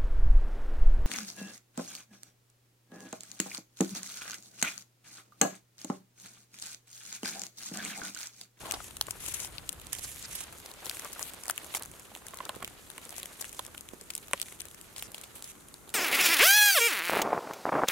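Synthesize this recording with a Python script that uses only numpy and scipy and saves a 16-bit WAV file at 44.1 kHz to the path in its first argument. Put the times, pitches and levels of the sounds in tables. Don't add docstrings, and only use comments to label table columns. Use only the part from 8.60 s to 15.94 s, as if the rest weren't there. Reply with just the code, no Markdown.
import sys
import numpy as np
from scipy import signal
from scipy.fft import rfft, irfft
from scipy.io import wavfile
from scipy.ndimage import uniform_filter1d

SR = 44100
rng = np.random.default_rng(int(sys.argv[2]) if len(sys.argv) > 2 else 0)


def bounce(signal):
    frames = np.transpose(np.atleast_2d(signal))
    limited = np.clip(frames, -1, 1)
    pcm = np.round(limited * 32767).astype(np.int16)
    wavfile.write(sys.argv[1], SR, pcm)


N = 323694

# t/s, dry leaves/dB, damp soil/dB, pan (left minus right)/dB
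FINGER_DRAG = [(0.0, -50.5, -47, 2), (0.18, -52.5, -52.5, 5), (0.39, -55.5, -62, -2), (0.57, -54, -53.5, 4),
               (0.71, -49.5, -51.5, -3), (0.88, -56.5, -56, 3), (1.1, -58, -58, 1), (1.59, -48.5, -60, -3),
               (1.84, -54.5, -53, 0.1), (2.08, -56, -52.5, -0.5), (2.47, -49, -52, -1.2),
               (2.88, -56, -52, -2.5), (3.07, -53.5, -51.5, -3), (3.43, -59, -59.5, 0.1),
               (3.72, -57, -54, -3), (3.93, -56, -52.5, -3), (4.09, -59, -60, 0.1), (4.7, -52, -56.5, -1),
               (5.36, -61.5, -63.5, -1), (5.56, -61, -69, -2), (5.74, -55, -60.5, 1),
               (6.19, -60, -63.5, -2), (6.52, -57, -59, -2), (6.77, -58, -58.5, -1),
               (6.95, -62.5, -65, 0.1), (7.34, -63, -60, 0.1)]


def cracks(snap_hz=9130, snap_scatter=0.06):
    # t/s, snap peak/dB, ring re snap/dB, ring f/Hz, body re snap/dB, spray time scale/ms, pan/dB
    loud_cracks = [(0.1111, -13, -6.5, 3440, -25, 0.42, 8), (0.1198, -15.5, -13.5, 3560, -14, 1.9, 2),
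                   (0.137, -31, 6, 4150, 0, 7.1, -5), (0.3083, -35, -1, 3240, -9, 2.3, 8),
                   (0.3676, -25, -8, 3470, -14, 2.1, 3.5), (0.411, -12.5, 0.5, 4390, -11.5, 1.26, 4),
                   (0.508, -17, -12, 3170, -20, 1.3, 8), (0.6618, -23, -8, 3500, -24, 1.8, 7),
                   (0.6827, -23, -20.5, 4470, -18, 3.4, 7), (0.6929, -30, -20, 4580, -22, 4.2, -1),
                   (0.7386, -23.5, -21, 4620, -34, 6.5, 6.5), (0.8005, -23, -14.5, 3720, -31, 2.6, 8),
                   (0.8466, -24.5, -3.5, 4140, -12.5, 1.5, 6.5), (0.982, -29, 6, 3160, -10, .84, 8),
                   (1.0913, -16.5, -9.5, 3650, -28, 1.84, 7.5), (1.2141, -35, -11, 3100, -22, 3.1, 4.5),
                   (1.269, -29, -12, 3490, -17, 0.74, -12), (1.3292, -18.5, -18, 3180, -28, 2.5, -5.5),
                   (1.35, -30, -3, 2860, -18, 1.9, -9), (1.384, -28.5, -6.5, 4520, -18, 4.1, 1),
                   (1.393, -26, -11, 4230, -11, 1.4, -6), (1.4347, -27.5, -25, 3940, -22, 7.3, -1),
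                   (1.442, -27.5, -7, 5000, -10, 7.3, 2.5), (1.7507, -24.5, -13, 3800, -26, 7.1, -6),
                   (1.804, -25.5, -8.5, 3250, -14, 7.3, -3), (1.9259, -29, -20, 4290, -8, .6, 3),
                   (2.06, -30, -6, 4820, -7.5, 1.8, -1), (2.0005, -35, -9, 4850, -19.5, 1.1, 6),
                   (2.1138, -31, -7, 4830, -12, 1.8, 4), (2.257, -21, -12, 4540, -12, 1.7, 4),
                   (2.2657, -25.5, 0, 4030, -7, 1.2, 1), (2.296, -17, 0.5, 4580, -14, 0.87, 1),
                   (2.312, -26, -3, 2190, -27, 1.6, -1.5), (2.3464, -31, -21, 3070, -23, .9, 2),
                   (2.3701, -24.5, -9, 2520, -32, 0.24, 2), (2.3956, -21.5, -16, 2050, -19, .73, 4),
                   (2.4464, -26.5, -25, 3130, -13, 1.7, 5.5), (2.529, -29, -23, 2130, -15, 4.9, 6),
                   (2.5935, -22, -17, 2630, -5, 1.3, -2), (2.628, -14.5, -19, 3020, -20, 0.18, 10),
                   (2.836, -27, -16, 2580, -23, 1.1, 7.5), (2.8815, -17.5, -23, 2760, -15, 0.43, 7),
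                   (2.8661, -30, -16, 2810, -20, .6, 7.5), (2.8907, -21, -7, 3410, -10, 0.36, 1),
                   (2.8982, -12, -8.5, 2980, -3.5, 0.45, 1), (2.9068, -21, -14, 2600, -25, 1.5, 6),
                   (2.91, -15.5, -16, 2310, -34, 0.78, 3.5), (2.9784, -15.5, -7.5, 2160, -30, 0.34, 6.5),
                   (3.045, -29, -19, 3050, -10, 0.41, 7), (3.1403, -25, 0.5, 2780, -4, 1, 2),
                   (3.1479, -15.5, -8.5, 2650, -13.5, 2.44, -2), (3.1504, -24.5, -8, 4400, -9, 14, -1),
                   (3.1706, -18.5, -6, 3950, -10, .38, -0.5), (3.2226, -26, -5.5, 3800, -11, 1.8, -1),
                   (3.2337, -23, -24, 3470, -12.5, 0.5, -0.5), (3.2586, -29.5, -25, 3430, -14, 0.44, 11.5),
                   (3.402, -36, -21, 2340, -13, 0.36, -4), (3.551, -26, -2, 2400, -7, 0.42, 1.5),
                   (3.667, -24.5, -15, 2010, -25, 1.1, 8), (3.7872, -28.5, -4.5, 2930, -4, 0.78, 2),
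                   (3.8927, -20.5, -1.5, 3120, -2, 0.87, -2.5), (4.0263, -29, -5, 2400, -1.5, 1.9, -2.5),
                   (4.0464, -19.5, 0, 2660, -14, 0.18, -2.5), (4.0767, -27, -8.5, 1870, -12, 1.3, -1.5),
                   (4.3014, -29, -6, 3260, -8, 0.98, 12.5), (4.3793, -28.5, -2.5, 2680, -15, 1.3, 0),
                   (4.4525, -26.5, -32, 3350, -25, 0.37, 10), (4.4932, -25, -23, 2600, -16, .28, 8),
                   (4.5063, -27.5, -26, 4500, -19, .4, -2), (4.5649, -28, -20, 3760, -25, .26, 10),
                   (4.5816, -21, -27, 4100, -11.5, 0.49, 6.5), (4.5995, -27, -17, 2270, -23, .4, 5.5),
                   (4.6306, -21.5, -2.5, 3360, -15, 0.42, -1), (4.6572, -24, -8, 2800, -12, 0.88, 3),
                   (4.809, -25, -18, 4400, -12, 5.5, 10), (4.8244, -25, -4, 3720, -4, 0.39, -9),
                   (4.8439, -29, 0, 2110, -6, 0.4, 1), (4.894, -26, -11, 3350, -26.5, .44, -5),
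                   (4.9172, -36, -20, 3110, -27, .58, 8), (4.992, -20.5, -4, 3300, -2.5, 2.4, -4.5),
                   (5.0644, -25.5, -14.5, 4370, -21, 0.74, 3), (5.1466, -35.5, -1, 2670, -0.5, 2.8, 2),
                   (5.1787, -25.5, -3.5, 3000, -20, 0.34, 6.5), (5.2093, -27, -18, 3260, -30, 0.27, 10),
                   (5.288, -27.5, -3, 2770, -27, 0.92, 3.5), (5.502, -22, -8.5, 3650, -30, 3.7, 3.5),
                   (5.552, -13.5, -26, 3400, -30, 0.27, 1), (5.578, -24.5, -17, 3260, -28, 1.5, 6),
                   (5.683, -27, -9, 3320, -12, .25, 3.5), (5.7119, -28.5, -10, 2570, -6, 0.26, 0.5),
                   (5.7337, -8, -6, 2220, -12, .34, -2), (5.7772, -33.5, 1.5, 3060, -11, .3, -2),
                   (5.7996, -22.5, -7, 3610, -30, 0.2, 14), (5.816, -12, -12, 3300, -37, 0.24, -9.5),
                   (5.8264, -24.5, -6, 3650, -20, 1.9, 5), (5.884, -32, -3, 2560, -17, 0.74, 1.5),
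                   (5.9217, -36.5, -8, 2370, -3, 2.2, 3.5), (6.0012, -25, -20, 3600, -30, 0.93, 6.5),
                   (6.0057, -19.5, -6, 3700, -31, 0.45, 7.5), (6.0178, -23, -11, 2740, -31, 0.38, 6.5),
                   (6.0542, -29, -23, 3060, -16, .7, 6), (6.0844, -33, -10, 3270, -24, .74, -3),
                   (6.2129, -29.5, -12, 3720, -24, .53, 6.5), (6.3627, -28, 0, 3430, -12, 1.15, 3),
                   (6.3811, -26, -9, 4180, -13, 1.3, 4.5), (6.3944, -29, -2, 3480, -19, 1.6, -4.5),
                   (6.4244, -17, -7, 2640, -13.5, 0.2, 1.5), (6.5448, -23, -3.5, 3100, -14, 1.1, 4),
                   (6.5803, -32, 2, 2920, -6, 0.66, 2.5), (6.6139, -26, -19, 3740, -25, 0.23, 8),
                   (6.635, -34, -2, 3000, -8.5, 5, -0.5), (6.824, -23, -8, 4120, -14.5, 0.31, -0.5),
                   (6.8406, -28.5, -20, 4850, -22.5, 4.4, 3), (7.141, -26, -4.5, 3620, -16, 0.96, 1),
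                   (7.2918, -31.5, -7.5, 3620, -14, 1.5, -1.5)]
    rows = np.vstack([loud_cracks, small_cracks()])
    out, t = np.zeros((2, N)), np.arange(1024) / SR
    noise = stereo_noise(0.75, (len(rows), len(t)))
    spikes_db = 1.22 * rng.exponential(size=(len(rows), len(t)))
    snaps_hz = snap_hz * np.exp(snap_scatter * rng.standard_normal(len(rows)))
    spray_s = np.maximum(rows[:, 5:6], 0.2) / 1000
    spray = (1 - np.exp(-t / (0.5 * spray_s))) * np.exp(-t / (0.78 * spray_s)) * undb(spikes_db)
    shiver = 0.035 * np.exp(-t / 0.006)
    split = noise * (spray + shiver)
    body = unit_peak(band(split, 544, 2570))
    for k, (start, db, ring_db, ring_hz, body_db, _, pan_db) in enumerate(rows):
        snap = unit_peak(band(split[:, k], snaps_hz[k] * 0.66, snaps_hz[k] * 1.17, order=1))
        ring = unit_peak(band(split[:, k], ring_hz * 0.7, ring_hz * 1.44))
        crack = snap + undb(ring_db) * ring + undb(body_db) * body[:, k]
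        place(out, start, undb(db) * crack, pan_db)
    return out


def small_cracks(count=75, gathering=0.9):
    # snap peak/dB, ring re snap/dB, ring f/Hz, body re snap/dB, spray scale/ms, pan/dB
    typical_crack = [(-32.5, 3.4), (-13, 3.1), (3200, 760), (-20.5, 4), (0.93, 0.61), (1.5, 4.5)]
    mean, spread = np.transpose(typical_crack)
    voicing = mean + spread * np.clip(rng.standard_normal((count, len(mean))), -2, 2)
    t = np.arange(0, N / SR - 0.03, 0.001)
    leaves_db = np.interp(t, *np.transpose(FINGER_DRAG)[:2])
    activity = np.cumsum(undb(gathering * leaves_db))
    starts = np.interp(rng.random(count), activity / activity[-1], t)
    return np.column_stack([starts, voicing])


def finger_drag():
    # split rate/(1/s), tail/s, left-right correlation
    grains = [(1310, 0.00068, 1), (805.5, 0.0053, 0.03), (500, 0.0035, 0.62)]
    times, *curves = np.transpose(FINGER_DRAG)
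    fine_db, soil_db, pan_db = (np.interp(np.arange(N) / SR, times, curve) for curve in curves)
    coarse_db = fine_db + 0.24 * (soil_db - fine_db)
    shared = crinkle(350, scatter_db=4.1, tail_s=0.0014, patchy_db=3.05, correlation=0.4)
    fine, coarse, soil = (shared + 1.12 * crinkle(rate, 2.76, tail_s, 3.0, correlation)
                          for rate, tail_s, correlation in grains)
    bands_hz = (5900, 8200), (8000, 10200), (10600, 11400)
    fine = unit_rms(sum(band(fine, lo, hi, order=1) * undb(3.0 * wander(15)) for lo, hi in bands_hz))
    coarse = unit_rms(band(coarse, 1520, 4460))
    soil = unit_rms(band(soil, 315, 1630))
    rustle = undb(fine_db) * fine + undb(coarse_db) * coarse + undb(soil_db) * soil
    return rustle * undb(np.array([pan_db, -pan_db]) / 2)


def crinkle(per_second, scatter_db, tail_s, patchy_db, correlation):
    fires = rng.random(N) < per_second / SR
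    splits = fires * undb(scatter_db * np.minimum(rng.exponential(size=N), 4))
    energy = signal.lfilter([1], [1, -np.exp(-1 / (tail_s * SR))], splits ** 2)
    patches = undb(patchy_db * wander(40))
    return unit_rms(np.sqrt(energy) * patches * stereo_noise(correlation, (N,)))


def leaf_slides(scrape_db=-7, colour_db=2.1):
    # start/s, stop/s, first level/dB, last level/dB, hiss f/Hz, pan/dB
    strokes = [(.6, 0.728, -44.5, -39, 8900, 5), (0.737, 0.878, -38.5, -42, 8500, 4.5),
               (1.321, 1.404, -40, -51, 8040, -5), (1.407, 1.533, -44.5, -47, 8800, -5),
               (1.576, 1.66, -59, -41, 5950, 0), (1.706, 1.842, -43, -43.5, 8400, -3),
               (2.243, 2.447, -44, -61, 10700, 1.5), (2.58, 2.704, -46.5, -43, 10600, 6),
               (3.12, 3.182, -45, -39, 9050, 2), (4.795, 4.873, -45, -52, 9000, 4),
               (6.363, 6.473, -46.5, -50, 7600, 1.5), (6.635, 6.697, -51, -69, 7000, 2),
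               (6.751, 6.812, -45, -57, 10700, -3), (0.027, 0.177, -47, -46, 900, 3.5),
               (4.552, 4.6, -48, -44, 9500, 2), (5.864, 5.964, -52, -55, 9000, 1),
               (0, 0.288, -53, -50, 8300, 1), (6.834, 6.92, -54, -43.5, 9100, -2)]
    out = np.zeros((2, N))
    friction = crinkle(1300, scatter_db=1.8, tail_s=0.0037, patchy_db=1.9, correlation=0.38)
    tilt = undb(colour_db * wander(25))
    for start, stop, first_db, last_db, hz, pan_db in strokes:
        span = slice(int(start * SR), int(stop * SR))
        rub = friction[:, span]
        t = np.arange(rub.shape[1]) / SR
        dark = band(rub, hz * 0.63, hz * 1.154) * tilt[span]
        bright = band(rub, hz * 1.08, hz * 1.22, order=1) / tilt[span]
        scrape = undb(scrape_db) * unit_rms(band(rub, hz * 0.22, hz * 0.51))
        fades = np.minimum(np.minimum(t / 0.0029, (t[-1] - t) / 0.0013), 1)
        ramp = undb(first_db + (last_db - first_db) * t / t[-1])
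        place(out, start, (unit_rms(dark + bright) + scrape) * fades * ramp, pan_db)
    return out


def soil_knocks(sag_s=0.00058, attack_s=0.00011):
    # t/s, peak level/dB, f/Hz, decay t60/s, pan/dB
    pushes = [(0.0374, -35, 364, 0.019, -3.5), (0.1383, -25, 720, 0.02, 9.5),
              (0.2034, -32.5, 1240, 0.024, 5), (0.4112, -30.5, 840, 0.02, -6),
              (0.4842, -30, 1060, 0.02, 11), (0.6822, -38, 340, 0.035, -3), (0.8473, -41.5, 710, 0.025, -3),
              (1.33, -34.5, 1770, 0.032, 3.5), (2.2662, -35, 513, 0.027, -1), (2.3067, -44.5, 690, 0.03, 4),
              (2.4533, -30.5, 1150, 0.04, 1), (2.5614, -37.5, 1270, 0.036, 5),
              (2.6107, -33, 1110, 0.042, 1), (2.8991, -33, 1190, 0.025, 6), (2.979, -42, 1740, 0.018, -1),
              (3.0405, -40, 800, 0.022, 1), (3.1489, -29, 770, 0.014, -4), (3.5166, -41.5, 810, 0.035, 1),
              (3.621, -45, 810, 0.023, 2), (3.7365, -33, 1050, 0.03, -3), (3.763, -42, 1060, 0.023, -2),
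              (3.8043, -27, 1020, 0.025, -4.5), (3.8945, -28.5, 1037, 0.037, 4),
              (3.9447, -35, 1040, 0.019, -2), (3.9658, -38.5, 387, 0.018, -20),
              (4.0238, -28.5, 1110, 0.039, -3), (4.0392, -36.5, 370, 0.027, -0.5),
              (4.108, -45, 707, 0.03, -3), (4.381, -35.5, 1070, 0.024, -4), (4.4927, -47, 1200, 0.0214, -5),
              (4.629, -40.5, 550, 0.081, -2), (4.9932, -30, 1038, 0.03, -1), (5.1459, -40, 1450, 0.033, -5),
              (5.3356, -35, 354, 0.03, -16), (5.4157, -45, 390, 0.027, -11.5),
              (5.5027, -42, 1330, 0.041, 0), (5.7342, -20, 1010, 0.024, 1), (5.7358, -29, 549, 0.037, -2),
              (6.4836, -47.5, 390, 0.033, -20), (6.7425, -47, 533, 0.034, -2)]
    out, t = np.zeros((2, N)), np.arange(2048) / SR
    grit = stereo_noise(0.92, (len(pushes), len(t)))
    for k, (start, db, hz, t60, pan_db) in enumerate(pushes):
        phase = 2 * np.pi * hz * (t + 0.000338 * (1 - np.exp(-t / sag_s)))
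        tone = np.sin(phase) + 0.34 * np.sin(0.557 * phase)
        crumble = 0.68 * unit_rms(band(grit[:, k], hz * 0.29, hz * 1.6))
        envelope = (1 - np.exp(-t / attack_s)) * undb(-60 * t / t60)
        place(out, start - 0.0004, undb(db) * unit_peak((tone + crumble) * envelope), pan_db)
    return out


def rumble(swell_at_s=3.29, swell_db=10, swell_fade_s=0.035):
    # t/s, level/dB
    contour = [(0, -53), (1.8, -55), (1.95, -61.5), (7.34, -62)]
    t = np.arange(N) / SR
    low = unit_rms(band(stereo_noise(0.71, (N,)), 35.6, 129.0)) * undb([[0.6], [-0.6]])
    level_db = np.interp(t, *np.transpose(contour)) + 1.3 * wander(8)
    swell = np.exp(-np.abs(t - swell_at_s) / swell_fade_s)
    return low * undb(level_db + swell_db * swell)


def quiet_wood(level_db=-55.5):
    # f/Hz, relative spectral density/dB
    colour = [(88, -23.5), (150, 7.5), (376, 7.5), (774, -2.5), (1340, 1), (3220, -12.5), (5050, -14),
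              (6640, -5), (10200, -6.5), (15100, -12.5), (16000, -37)]
    # f/Hz, left-right correlation
    stereo_image = [(60, 0.56), (300, 0.4), (1400, 0.089), (3000, 0.056), (7000, 0.088), (15000, 0.43)]
    hz = np.fft.rfftfreq(N, 1 / SR)
    correlation = over_frequency(stereo_image, hz)
    mid, side = rfft(rng.standard_normal((2, N)))
    mid, side = mid * np.sqrt(1 + correlation), side * np.sqrt(1 - correlation)
    spectrum = np.array([mid + side, mid - side]) * undb(over_frequency(colour, hz))
    return undb(level_db) * unit_rms(irfft(spectrum, N))


def place(out, start, sound, pan_db, lag_s_per_db=1 / 70000):
    for ch, sign in enumerate((1, -1)):
        side_db = sign * pan_db / 2
        i = max(int((start - side_db * lag_s_per_db) * SR), 0)
        piece = sound[ch][:N - i]
        out[ch, i:i + len(piece)] += piece * undb(side_db)


def stereo_noise(correlation, shape):
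    mid, side = rng.standard_normal((2,) + shape)
    mid, side = mid * np.sqrt(1 + correlation), side * np.sqrt(1 - correlation)
    return np.array([mid + side, mid - side]) / np.sqrt(2)


def wander(rate_hz):
    hold = int(SR / rate_hz)
    steps = rng.standard_normal(N // 20)[:N // hold + 1]
    return uniform_filter1d(np.repeat(steps, hold), hold // 2 + 1)[:N]


def over_frequency(points, hz):
    points_hz, values = np.transpose(points)
    return np.interp(np.log(np.maximum(hz, 1)), np.log(points_hz), values)


def band(x, lo_hz, hi_hz, order=2):
    sos = signal.butter(order, [lo_hz, min(hi_hz, 0.45 * SR)], "band", fs=SR, output="sos")
    return signal.sosfilt(sos, x)


def undb(db):
    return 10 ** (np.asarray(db) / 20)


def unit_rms(x):
    return x / np.sqrt(np.mean(x ** 2))


def unit_peak(x):
    return x / np.abs(x).max(axis=-1, keepdims=True)


def scene():
    return cracks() + soil_knocks() + finger_drag() + leaf_slides() + quiet_wood() + rumble()


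def record(dry):
    roll_off = signal.ellip(6, 0.5, 16, 15800, fs=SR, output="sos")
    top_cut = signal.ellip(10, 0.2, 70, 16800, fs=SR, output="sos")
    return signal.sosfilt(top_cut, signal.sosfilt(roll_off, dry))


dry = scene()
out = record(dry)
bounce(out)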